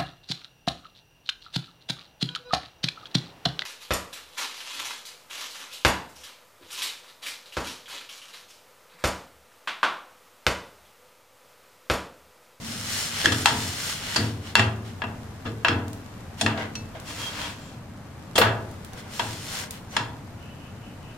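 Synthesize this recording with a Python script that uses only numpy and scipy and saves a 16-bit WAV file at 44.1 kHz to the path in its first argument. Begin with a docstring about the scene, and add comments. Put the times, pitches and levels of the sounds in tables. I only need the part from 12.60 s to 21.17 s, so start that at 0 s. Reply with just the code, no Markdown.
"""Sandwich frying in a pan

A sandwich fries in butter: filtered noise grains make the sizzle, the sliding bread and the scraping spatula.
Noise bursts ring the pan's resonances for pats and clacks; decaying sine waves make the stove top boom.
The turned bread lands with a dull flop and a wet spatter. A fan adds rushing air and humming sine waves.
Noise tails give the small hard kitchen; the close stereo sound leans slightly left."""
import sys
import numpy as np
from scipy import signal
from scipy.fft import rfft, irfft, next_fast_len
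from scipy.io import wavfile
from scipy.ndimage import map_coordinates

SR = 44100
rng = np.random.default_rng(int(sys.argv[2]) if len(sys.argv) > 2 else 0)


def unload_wav(signal):
    """Save mono or channel-first audio to the path in sys.argv[1] as 16-bit WAV at rate SR, clipped to [-1, 1]."""
    wavfile.write(
        sys.argv[1],
        SR,
        np.round(np.clip(np.atleast_2d(signal).T, -1, 1) * 32767).astype(np.int16),
    )


N = 377937
TIME = np.arange(N) / SR  # the whole scene, in seconds
SECOND = np.arange(SR) / SR  # time within one short sound, in seconds

# ringing tones of the pan: pitch_hz [Hz], width_hz [Hz], relative_db [dB]
PAN_MODES = [(519, 15, -12), (660, 25, -4), (702, 14, -7), (823, 29, -7), (939, 43, -7.5),
             (1193, 14, -11.5), (1331, 11.5, -11), (1490, 7.8, -11), (1658, 38, -12.5), (1910, 29, -19.5),
             (2697, 65, -13.5), (3246, 71, -15), (3450, 53, -12), (4185, 120, -17.5), (4590, 27, -14),
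             (5160, 14, -10), (5530, 20, -17.5), (6120, 46, -24), (7060, 93, -14), (7600, 40, -19),
             (8840, 72, -17.5)]
# how alike the pan's sound is at left and right: frequency_hz [Hz], likeness [-1 to 1]
PAN_LIKENESS = [(150, 0.98), (500, 0.85), (1100, 0.51), (2000, 0.22), (4000, 0.21), (8000, 0.29),
                (14000, 0)]
# the bread slaps down and spatters: start_s [s], level_db [dB], decay_s [s]
LANDINGS = [(5.7795, -21.5, 0.025)]


def amp(db):
    """Turn decibels into gain."""
    return 10 ** (np.asarray(db) / 20)


def unit(x):
    """Scale to an average (rms) strength of 1."""
    return x / np.sqrt(np.mean(x ** 2) + 1e-20)


def along(points, hz):
    """Read between (Hz, value) points on a logarithmic frequency axis."""
    f, v = np.transpose(points)
    return np.interp(np.log(hz + 1), np.log(f + 1), v)


def wobble(rate):
    """A smooth random curve through this many random points a second."""
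    points = rng.standard_normal(int(N * rate / SR) + 4)
    return map_coordinates(points, [TIME * rate])


def add(track, s, sound):
    """Mix a sound into the track at time s."""
    start = max(round(s * SR), 0)
    track[:, start:start + sound.shape[-1]] += sound[..., :N - start]


def filtered(x, response):
    """Reshape a sound by a gain that depends on frequency."""
    n = x.shape[-1]
    m = next_fast_len(n + 8192)  # spare room for the filter's ringing
    return irfft(rfft(x, m) * response(np.fft.rfftfreq(m, 1 / SR)), m)[..., :n]


def causal(points, size=2048):
    """A filter with the (Hz, dB) colour that answers as early as possible (minimum phase)."""
    colour = amp(along(points, np.fft.rfftfreq(size, 1 / SR)))
    cepstrum = irfft(np.log(colour))
    cepstrum[1:size // 2] *= 2
    cepstrum[size // 2 + 1:] = 0
    return irfft(np.exp(rfft(cepstrum)))


def resonances(modes, hz):
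    """The summed response of (Hz, width Hz, dB) resonances."""
    return sum(amp(db) * 1j * hz * w / (c * c - hz * hz + 1j * hz * w) for c, w, db in modes)


def spread(pair, alike):
    """Blend two unrelated signals into left and right of the given likeness."""
    def turn(hz):
        return np.arccos(np.clip(along(alike, hz), -1, 1)) / 2
    mid, side = filtered(pair, lambda hz: np.array([np.cos(turn(hz)), np.sin(turn(hz))]))
    return np.array([mid + side, mid - side])


def grains(rate, size_db, share):
    """Tiny bursts of uneven size, rate a second, on a bed of noise; rms 1."""
    bed = rng.standard_normal((2, N))
    sizes = amp(size_db * np.minimum(rng.exponential(size=N), 5))
    bursts = (rng.random(N) < rate / SR) * sizes * rng.standard_normal((2, N))
    return unit(bed + share * unit(bursts))


def room_tail(size=SR):
    """The kitchen's diffuse answer: noise fading at a pace set by frequency, energy 1 per channel."""
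    # fading of the kitchen: frequency_hz [Hz], time to drop by 60 dB t60_s [s]
    kitchen = [(100, 1), (300, 1), (800, 0.56), (2000, 0.38), (5000, 0.29), (14000, 0.35)]
    hz, t, z = signal.stft(rng.standard_normal((2, size)), SR, nperseg=256)
    t60 = np.maximum(along(kitchen, hz), .05)[:, None]
    tail = signal.istft(z * amp(-60 * t / t60), SR, nperseg=256)[1][:, :size]
    return unit(tail) / np.sqrt(size)


def swell(s, rise, fall):
    """The speed of one stroke: it grows to 1 at time s and dies away."""
    return np.exp(-((TIME - s) / np.where(TIME < s, rise, fall)) ** 2)


def strokes(rows):
    """Gain of overlapping (s, dB, rise s, fall s) strokes, added in power."""
    return np.sqrt(sum((amp(db) * swell(s, rise, fall)) ** 2 for s, db, rise, fall in rows))


def rub_and_hiss(rows):
    """Each stroke drives a dry rub and, as far as it runs through butter, a hiss."""
    rub = strokes([row[:4] for row in rows])
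    hiss = strokes([(s, db + wet_db, rise, fall) for s, db, rise, fall, wet_db in rows])
    return rub, hiss


def friction(colour, modes, rub, hiss, rough, ring_db, split_hz=4800):
    """Slipping grains: a lower rub and a wet hiss, coloured by the pan's resonances."""
    def response(hz):
        ring = amp(ring_db) * resonances(modes, hz) * (1 + hz / 4000)
        return amp(along(colour, hz)) * (1 + ring)
    pair = spread(grains(rate=4000, size_db=4.0, share=rough), PAN_LIKENESS)
    pair = filtered(pair, response)
    low = filtered(pair, lambda hz: 1 / (1 + (hz / split_hz) ** 8))
    unsteady = amp(0.22 * wobble(38))
    return (rub * unit(low) + hiss * unit(pair - low)) * unsteady


def fan():
    """The kitchen fan: noise as rushing air, and sine waves of unsteady strength and phase as hum."""
    # colour of the air: frequency_hz [Hz], relative_db [dB]
    air_colour = [(20, -16), (36, -9), (54, -16), (90, 0), (130, -5), (250, -9), (370, -18), (750, -20),
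                  (1500, -26), (2300, -32), (4000, -44), (9000, -70)]
    # left-right likeness of the air: frequency_hz [Hz], likeness [-1 to 1]
    air_likeness = [(60, 1), (180, 0.98), (550, 0.9), (1650, 0.93), (4970, -0.048), (15000, -0.06)]
    # hum tones: pitch_hz [Hz], relative_db [dB]
    hum_tones = [(102.3, -57.5), (140, -57.5), (204.6, -57)]
    air = spread(rng.standard_normal((2, N)), air_likeness)
    air = unit(filtered(air, lambda hz: amp(along(air_colour, hz))))

    def line(hz):
        phase = 2 * np.pi * hz * TIME + .8 * wobble(9)
        return amp(2.5 * wobble(6)) * np.sqrt(2) * np.sin(phase)
    return amp(-41.5) * air + sum(amp(db - 5.5) * line(hz) for hz, db in hum_tones)


def sizzle_level():
    """The sizzle sinks as the bread is prised off, flares as the fresh side lands and settles again."""
    first_side_db, second_side_db = -49, -51.5
    lift_s, fade_s, dip_db = 5.26, 0.43, -3.5
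    flare_db, settle_s = 4.5, 1
    since_landing = TIME - LANDINGS[0][0]
    before_db = first_side_db + dip_db * swell(lift_s, fade_s, fade_s)
    after_db = second_side_db + flare_db * np.exp(-np.abs(since_landing) / settle_s)
    return amp(np.where(since_landing < 0, before_db, after_db))


def sizzle():
    """Fine bubbles bursting under the bread are noise grains; a single spit is a very short noise burst."""
    # colour of the bubbles: frequency_hz [Hz], relative_db [dB]
    fizz_colour = [(1000, 2.5), (2500, -5), (4000, -7.5), (7000, -10.5), (11000, -16), (14500, -17),
                   (16000, -53)]
    # single spits of butter: start_s [s], relative_db [dB]
    spit_times = [(2.1615, -43), (3.281, -33.5), (3.331, -32), (4.3996, -33), (6.1123, -40), (6.247, -32.5),
                  (6.333, -34.5), (7.1078, -21.5)]
    fizz = grains(rate=230, size_db=2.0, share=0.42)
    fizz = unit(filtered(fizz, lambda hz: amp(along(fizz_colour, hz))))
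    spits = np.zeros((2, N))
    burst = np.exp(-SECOND / 0.0022) * (1 - np.exp(-SECOND / 0.00045))
    for s, db in spit_times:
        add(spits, s, amp(db - 3.0) * (rng.standard_normal((2, SR)) * burst + 4 * room_tail()))
    spit_colour = [(500, -18), (2500, 4.5), (8000, 5.5), (15000, -1)]  # Hz, dB
    spits = filtered(spits, lambda hz: amp(along(spit_colour, hz)))
    return sizzle_level() * fizz + spits


def shifts():
    """The pan's base judders a little way over the iron bars; its rubbing makes the stove top drone."""
    # small moves of the pan: fastest_s [s], level_db [dB], speeding_up_s [s], slowing_down_s [s]
    moves = [(.72, -43, 0.13, 0.22), (3.99, -31, 0.017, 0.069), (4.36, -46, .012, 0.087),
             (6.39, -47.5, 0.074, 0.17), (6.98, -41.5, 0.11, 0.12), (7.36, -39, 0.033, 0.032)]
    # tones of the dragging pan: pitch_hz [Hz], width_hz [Hz], relative_db [dB]
    drag_modes = [(502, 49, 2), (618, 30, 3.5), (780, 59, 5), (935, 68, 1), (1090, 110, 0), (1506, 250, 2),
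                  (1980, 160, 0), (2806, 540, -12)]
    judder = spread(grains(rate=540, size_db=3, share=0.68), PAN_LIKENESS)
    judder = filtered(judder, lambda hz: resonances(drag_modes, hz) / (1 + (hz / 6000) ** 2))
    drag = strokes(moves) * unit(judder)
    echo = signal.fftconvolve(drag, room_tail(), axes=1)[:, :N]
    drone_db, sag_db_per_s, end_s, fade_s = -41.5, -16.5, 0.65, 0.027
    level = amp(drone_db + sag_db_per_s * TIME) * np.clip((end_s - TIME) / fade_s, 0, 1)
    drone = spread(rng.standard_normal((2, N)), PAN_LIKENESS)
    drone = unit(filtered(drone, lambda hz: resonances([(230, 33, 0)], hz) ** 2))
    return drag + amp(-7) * echo + level * drone


def slides():
    """The pressed bread skates round the buttered pan: gritty noise that swells with each push."""
    # pushes: fastest_s [s], relative_rub_db [dB], speeding_up_s [s], slowing_down_s [s], hiss_over_rub_db [dB]
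    pushes = [(0.1, -41, 0.081, 0.18, 0.5), (0.39, -34.5, 0.16, 0.14, 1.5), (0.61, -33, 0.1, 0.082, -2.5),
              (0.8, -39, 0.15, 0.16, 2), (1.03, -37.5, 0.15, 0.14, 1), (1.29, -35, 0.16, 0.1, 0),
              (1.53, -35.5, 0.14, 0.16, -4), (1.89, -44.5, 0.062, 0.042, -6),
              (2.27, -51.5, 0.026, 0.059, -6), (3.805, -43.5, 0.024, .03, -2.5),
              (6.395, -48, 0.03, 0.024, -2.5), (6.56, -44, 0.047, 0.21, 0.5), (6.72, -46.5, 0.18, 0.18, 0),
              (6.99, -38.5, 0.14, 0.061, 1), (7.15, -49, 0.027, 0.048, -8), (7.345, -51.5, 0.036, 0.022, 2)]
    # colour of the rubbing: frequency_hz [Hz], relative_db [dB]
    slide_colour = [(240, -63), (400, -5.5), (753, -5), (801, -3), (1010, -3), (1460, 3), (3930, -1),
                    (4110, -2.5), (4950, -4), (5430, -5.5), (8630, -14), (13700, -20.5), (16000, -24)]
    # pan tones that rubbing wakes: pitch_hz [Hz], width_hz [Hz], relative_db [dB]
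    rub_modes = [(2000, 110, -9), (2964, 150, -2), (3300, 50, 0), (3580, 16, 3.5), (4194, 51, 1.5),
                 (5440, 37, -1.5), (6870, 150, -8), (7430, 61, -4), (8160, 33, -4), (8670, 120, -0.5),
                 (10100, 52, -2), (11800, 140, -7)]
    rub, hiss = rub_and_hiss(pushes)
    return friction(slide_colour, rub_modes, amp(2) * rub, amp(2) * hiss, rough=0.6, ring_db=-3.0)


def strike(contact, spot_hz, spot_db, snap, room_db, size=SR):
    """One blow: a snap and a brief chatter of pan on grate ring the pan and the room."""
    t = np.arange(size) / SR
    burst = np.exp(-t / contact) * (1 - np.exp(-t / (contact / 4)))
    chatter = unit(rng.standard_normal((2, size)) * burst) / np.sqrt(size)
    room_colour = [(900, 1.9), (2500, 0.78), (7000, -1)]  # Hz, dB
    room = filtered(room_tail(), lambda hz: amp(along(room_colour, hz)))
    force = spread(chatter + amp(room_db) * room, PAN_LIKENESS)
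    force[:, 8] += snap * np.exp(-(contact / 0.0046) ** 2)  # longer contacts start with less snap

    def response(hz):
        spot = 1 + amp(spot_db) * resonances([(spot_hz, 120 + spot_hz / 20, 0)], hz)
        pan = 1 + amp(11) * resonances(PAN_MODES, hz) * (1 + hz / 2500)
        return spot * pan
    return filtered(force, response)


def blow_colour(db, contact, hardness_db):
    """Levels of thud, body, ring and crack: long contacts thud, hard ones ring and crack."""
    thud_db = -16 + 8 * np.log2(contact / .005)  # 8 dB more for each doubling of the contact time
    ring_db = 1 + 0.32 * hardness_db
    crack_db = -13 + hardness_db
    return db + np.array([thud_db, 0, ring_db, crack_db])


def knocks(size=882):
    """Blows on the pan, each coloured by where and how hard it is hit."""
    # blows: start_s [s], relative_db [dB], contact_s [s] (at least 1 ms is used), hardness_db [dB],
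    # spot_hz [Hz], spot_lift_db [dB]; the struck spot favours the resonance at spot_hz
    blows = [(0.643, -31.5, 0.018, 10.5, 1730, -9), (0.658, -24, 0.00057, 6.5, 1750, 10.5),
             (0.719, -32.5, 0.0098, 11.5, 1260, 2), (0.858, -19, 0.002, 7, 900, 8),
             (1.5597, -27.5, 0.008, 11.5, 4580, 9), (1.954, -18, 0.0013, 3, 2730, 6),
             (1.9945, -22.5, .0035, -1, 2700, -5), (2.419, -28.5, 0.0038, -23, 2720, 4),
             (2.439, -35, 0.0039, -16, 2650, 4), (2.852, -39.5, 0.031, -5.5, 1210, 9),
             (3.0479, -19.5, 0.0032, -11.5, 2710, 7), (3.084, -23.5, 0.0025, -5, 1280, -19),
             (3.811, -31.5, 0.0057, 16.5, 685, 19), (3.8627, -24, 0.0036, -5, 2720, -2),
             (3.974, -38.5, 0.0071, -7, 610, 14), (4.347, -45.5, 0.014, -17, 625, 23),
             (5.755, -31, 0.015, 14, 3200, 8), (5.7791, -22, 0.0064, 4, 485, 9),
             (5.8143, -18, 0.0066, -8.5, 1270, -7), (6.595, -26.5, 0.0052, -7, 910, 3),
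             (7.366, -25.5, 0.0038, 2, 920, 7)]
    # bands of thud, body, ring and crack: low_hz [Hz], high_hz [Hz]
    band_edges = [(160, 500), (500, 2000), (2000, 5000), (5000, 15000)]
    out = np.zeros((2, N))
    hz = np.fft.rfftfreq(4 * size, 1 / SR)
    bands = np.array([(hz > lo) & (hz < hi) for lo, hi in band_edges])
    centres = np.sqrt(np.prod(band_edges, axis=1))
    body = causal([(60, -11), (300, -4), (700, -3.5), (1700, 2.5), (2200, -2.5), (3500, -5),
                   (5500, -8), (9000, -14.0), (15000, -33.0)])  # Hz, dB
    for s, db, contact, hardness_db, spot_hz, spot_db in blows:
        contact = max(contact, .001)
        tail_db = 0.5 + 0.42 * (db + 21)  # lighter taps sound drier
        blow = strike(contact, spot_hz, spot_db, snap=1.19, room_db=tail_db)
        blow = signal.fftconvolve(blow, body[None])
        # compare the first 20 ms with the wanted colour, then correct each band
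        power = np.mean(np.abs(rfft(blow[:, :size], 4 * size)) ** 2, axis=0) / size
        attack_db = 10 * np.log10(np.mean(bands * power, axis=1))
        correction_db = blow_colour(db, contact, hardness_db) - attack_db
        correction = causal(list(zip(centres, correction_db)))
        add(out, s, signal.fftconvolve(blow, correction[None]))
    return amp(1.47) * out


def ringing(modes, attack, vary_db, size=SR):
    """Decaying sine waves with fresh random strengths and phases."""
    t = np.arange(size) / SR
    total = np.zeros(size)
    for (hz, db, t60), (a, b) in zip(modes, rng.standard_normal((len(modes), 2))):
        decay = np.exp(-np.log(1000) * t / t60)
        total += amp(db + vary_db * a) * decay * np.sin(2 * np.pi * (hz * t + b))
    return total * (1 - np.exp(-(t / attack) ** 2))


def stove():
    """Under the pan's weight the sheet-metal top and the room's low modes swell over a ragged thud."""
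    # the pan's weight comes down: start_s [s], relative_db [dB]
    booms = [(0.65, -25), (0.901, -29.5), (1.56, -27), (1.959, -25.5), (2.418, -38), (2.852, -33.5),
             (3.07, -26.5), (3.811, -28.5), (4.154, -39), (5.78, -25.5), (6.594, -37.5), (7.366, -33.5)]
    # low, then upper modes: pitch_hz [Hz], relative_db [dB], time to drop by 60 dB t60_s [s]
    low_modes = [(83, -14, 0.83), (92.64, -5, 0.98), (109.85, -0.5, 0.77), (148, -14, 0.99)]
    upper_modes = [(219, 4, 0.91), (253.3, 1, 1), (296.7, -1.5, 1), (341.4, -4, 0.56), (386, -9, 1),
                   (435, -3.5, 1), (470.5, -2.5, 0.68), (517, -9, .4)]
    # colour of the thud's crowded short modes: frequency_hz [Hz], relative_db [dB]
    thud_colour = [(70, -19), (100, 7), (170, -7), (300, -2.5), (480, -16.5), (700, -24), (1500, -47)]
    out = np.zeros((2, N))
    thud_shape = amp(-60 * SECOND / 0.72) * (1 - np.exp(-(SECOND / 0.019) ** 2))
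    for s, db in booms:
        thud = spread(rng.standard_normal((2, SR)), PAN_LIKENESS)
        thud = unit(filtered(thud, lambda hz: amp(along(thud_colour, hz))))
        add(out, s, amp(db - 0.3) * thud * thud_shape)
        add(out, s, amp(db + 5) * ringing(low_modes, attack=0.051, vary_db=3))
        add(out, s, amp(db - 7.5) * ringing(upper_modes, attack=0.023, vary_db=4.0))
    return out


def rim():
    """A light touch of the spatula gives a dry tick of noise and a faint ting of the rim."""
    # touches: start_s [s], relative_db [dB]
    touches = [(4.154, -34.5)]
    # the rim's modes: pitch_hz [Hz], relative_db [dB], time to drop by 60 dB t60_s [s]
    rim_modes = [(2635, -4, 0.4), (4269, 0, 0.17), (5300, -7, 0.12), (5870, 4, 0.14)]
    tick_colour = [(500, -4), (2500, 6.5), (5800, 5), (8000, -2), (15000, -20)]  # Hz, dB
    out = np.zeros((2, N))
    for s, db in touches:
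        touch = rng.standard_normal((2, SR)) * np.exp(-SECOND / 0.0049) + 6 * room_tail()
        tick = filtered(touch, lambda hz: amp(along(tick_colour, hz)))
        left = ringing(rim_modes, attack=.001, vary_db=-0.5)
        right = ringing(rim_modes, attack=.001, vary_db=2)
        add(out, s, amp(db + 7.5) * tick + amp(db - 3) * np.array([left, right]))
    return out


def scrape():
    """The spatula's edge drags on the coating in uneven slips and squeaks in narrow bands of noise."""
    # shoves under the bread: fastest_s [s], relative_scrape_db [dB], speeding_up_s [s], slowing_down_s [s],
    # hiss_over_scrape_db [dB]
    shoves = [(4.505, -41, 0.044, 0.063, -2.5), (4.63, -38, 0.078, 0.093, -3),
              (4.83, -35.5, 0.12, 0.095, -7.5), (5.06, -52.5, 0.21, 0.12, -5)]
    # colour of the scraping: frequency_hz [Hz], relative_db [dB]
    scrape_colour = [(180, -32), (300, 3), (337, -11), (511, -0.5), (762, -9), (946, -0.5), (2520, -1),
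                     (3130, -1.5), (12300, -23), (16000, -28)]
    # squeaks: loudest_s [s], level_db [dB], rise_and_fall_s [s], pitch_hz [Hz]
    squeak_rows = [(4.505, -43, .015, 3260), (4.655, -37, 0.054, 3240), (4.855, -40, .025, 3260),
                   (5.05, -60, 0.079, 7330), (7.345, -52, .04, 6100)]

    def line(pitch):
        noise = rng.standard_normal((2, N))
        return unit(filtered(noise, lambda hz: resonances([(pitch, 20, 0)], hz) ** 2))
    rub, hiss = rub_and_hiss(shoves)
    squeaks = sum(amp(db) * swell(s, length, length) * line(pitch) for s, db, length, pitch in squeak_rows)
    drag = friction(scrape_colour, PAN_MODES, amp(2) * rub, amp(2) * hiss, rough=0.44, ring_db=6.5)
    slips = amp(0.52 * wobble(110))
    return slips * (drag + squeaks)


def splats():
    """The bread lands on hot metal: its soft weight is a dull noise burst, the spatter a bright one."""
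    # colour of the soft weight: frequency_hz [Hz], relative_db [dB]
    flop_colour = [(120, -15), (300, -5), (520, 6), (800, -7), (1600, -25), (4000, -52)]
    spray_colour = [(3000, -25), (8000, 4), (12000, 8), (16000, 3)]  # Hz, dB
    flop_over_spray_db, flop_decay_s = 8, 0.022
    out = np.zeros((2, N))
    for s, db, decay in LANDINGS:
        spray = rng.standard_normal((2, SR))
        spray = unit(filtered(spray, lambda hz: amp(along(spray_colour, hz))))
        flop = spread(rng.standard_normal((2, SR)), PAN_LIKENESS)
        flop = unit(filtered(flop, lambda hz: amp(along(flop_colour, hz))))
        burst = spray * np.exp(-SECOND / decay)
        burst += amp(flop_over_spray_db) * flop * np.exp(-SECOND / flop_decay_s)
        add(out, s, amp(db) * burst * (1 - np.exp(-SECOND / .001)))
    return out


def chirr():
    """A thin chirr near 3 kHz, made of narrow bands of noise, swells a few times."""
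    # swells: loudest_s [s], level_db [dB]
    chirr_swells = [(7.877, -52.5), (8.05, -54), (8.27, -55), (8.493, -53.5)]
    # its bands: pitch_hz [Hz], width_hz [Hz], relative_db [dB]; the response is squared below
    chirr_modes = [(2590, 120, -5.5), (2730, 120, -5), (2925, 130, -2.5)]
    swell_s = 0.082  # rise and fall of each swell
    level = strokes([(s, db, swell_s, swell_s) for s, db in chirr_swells])
    noise = rng.standard_normal((2, N))
    return level * unit(filtered(noise, lambda hz: np.abs(resonances(chirr_modes, hz)) ** 2))


def scene():
    """Everything stands slightly to the left, so that side hears it a touch earlier and louder."""
    mix = fan() + sizzle() + shifts() + slides() + knocks() + stove() + rim() + scrape() + splats() + chirr()
    sides = np.array([[1], [-1]])
    shifted = filtered(mix, lambda hz: np.exp(1j * np.pi * hz * 2e-5 * sides))  # left leads by 20 microseconds
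    return shifted * amp(.5 * sides)


def record(dry):
    """Peaks beyond full scale are cut flat, then everything from 16 kHz up is removed."""
    clipped = np.clip(dry, -1, 1)
    return filtered(clipped, lambda hz: hz < 16000)


dry = scene()
out = record(dry)
unload_wav(out)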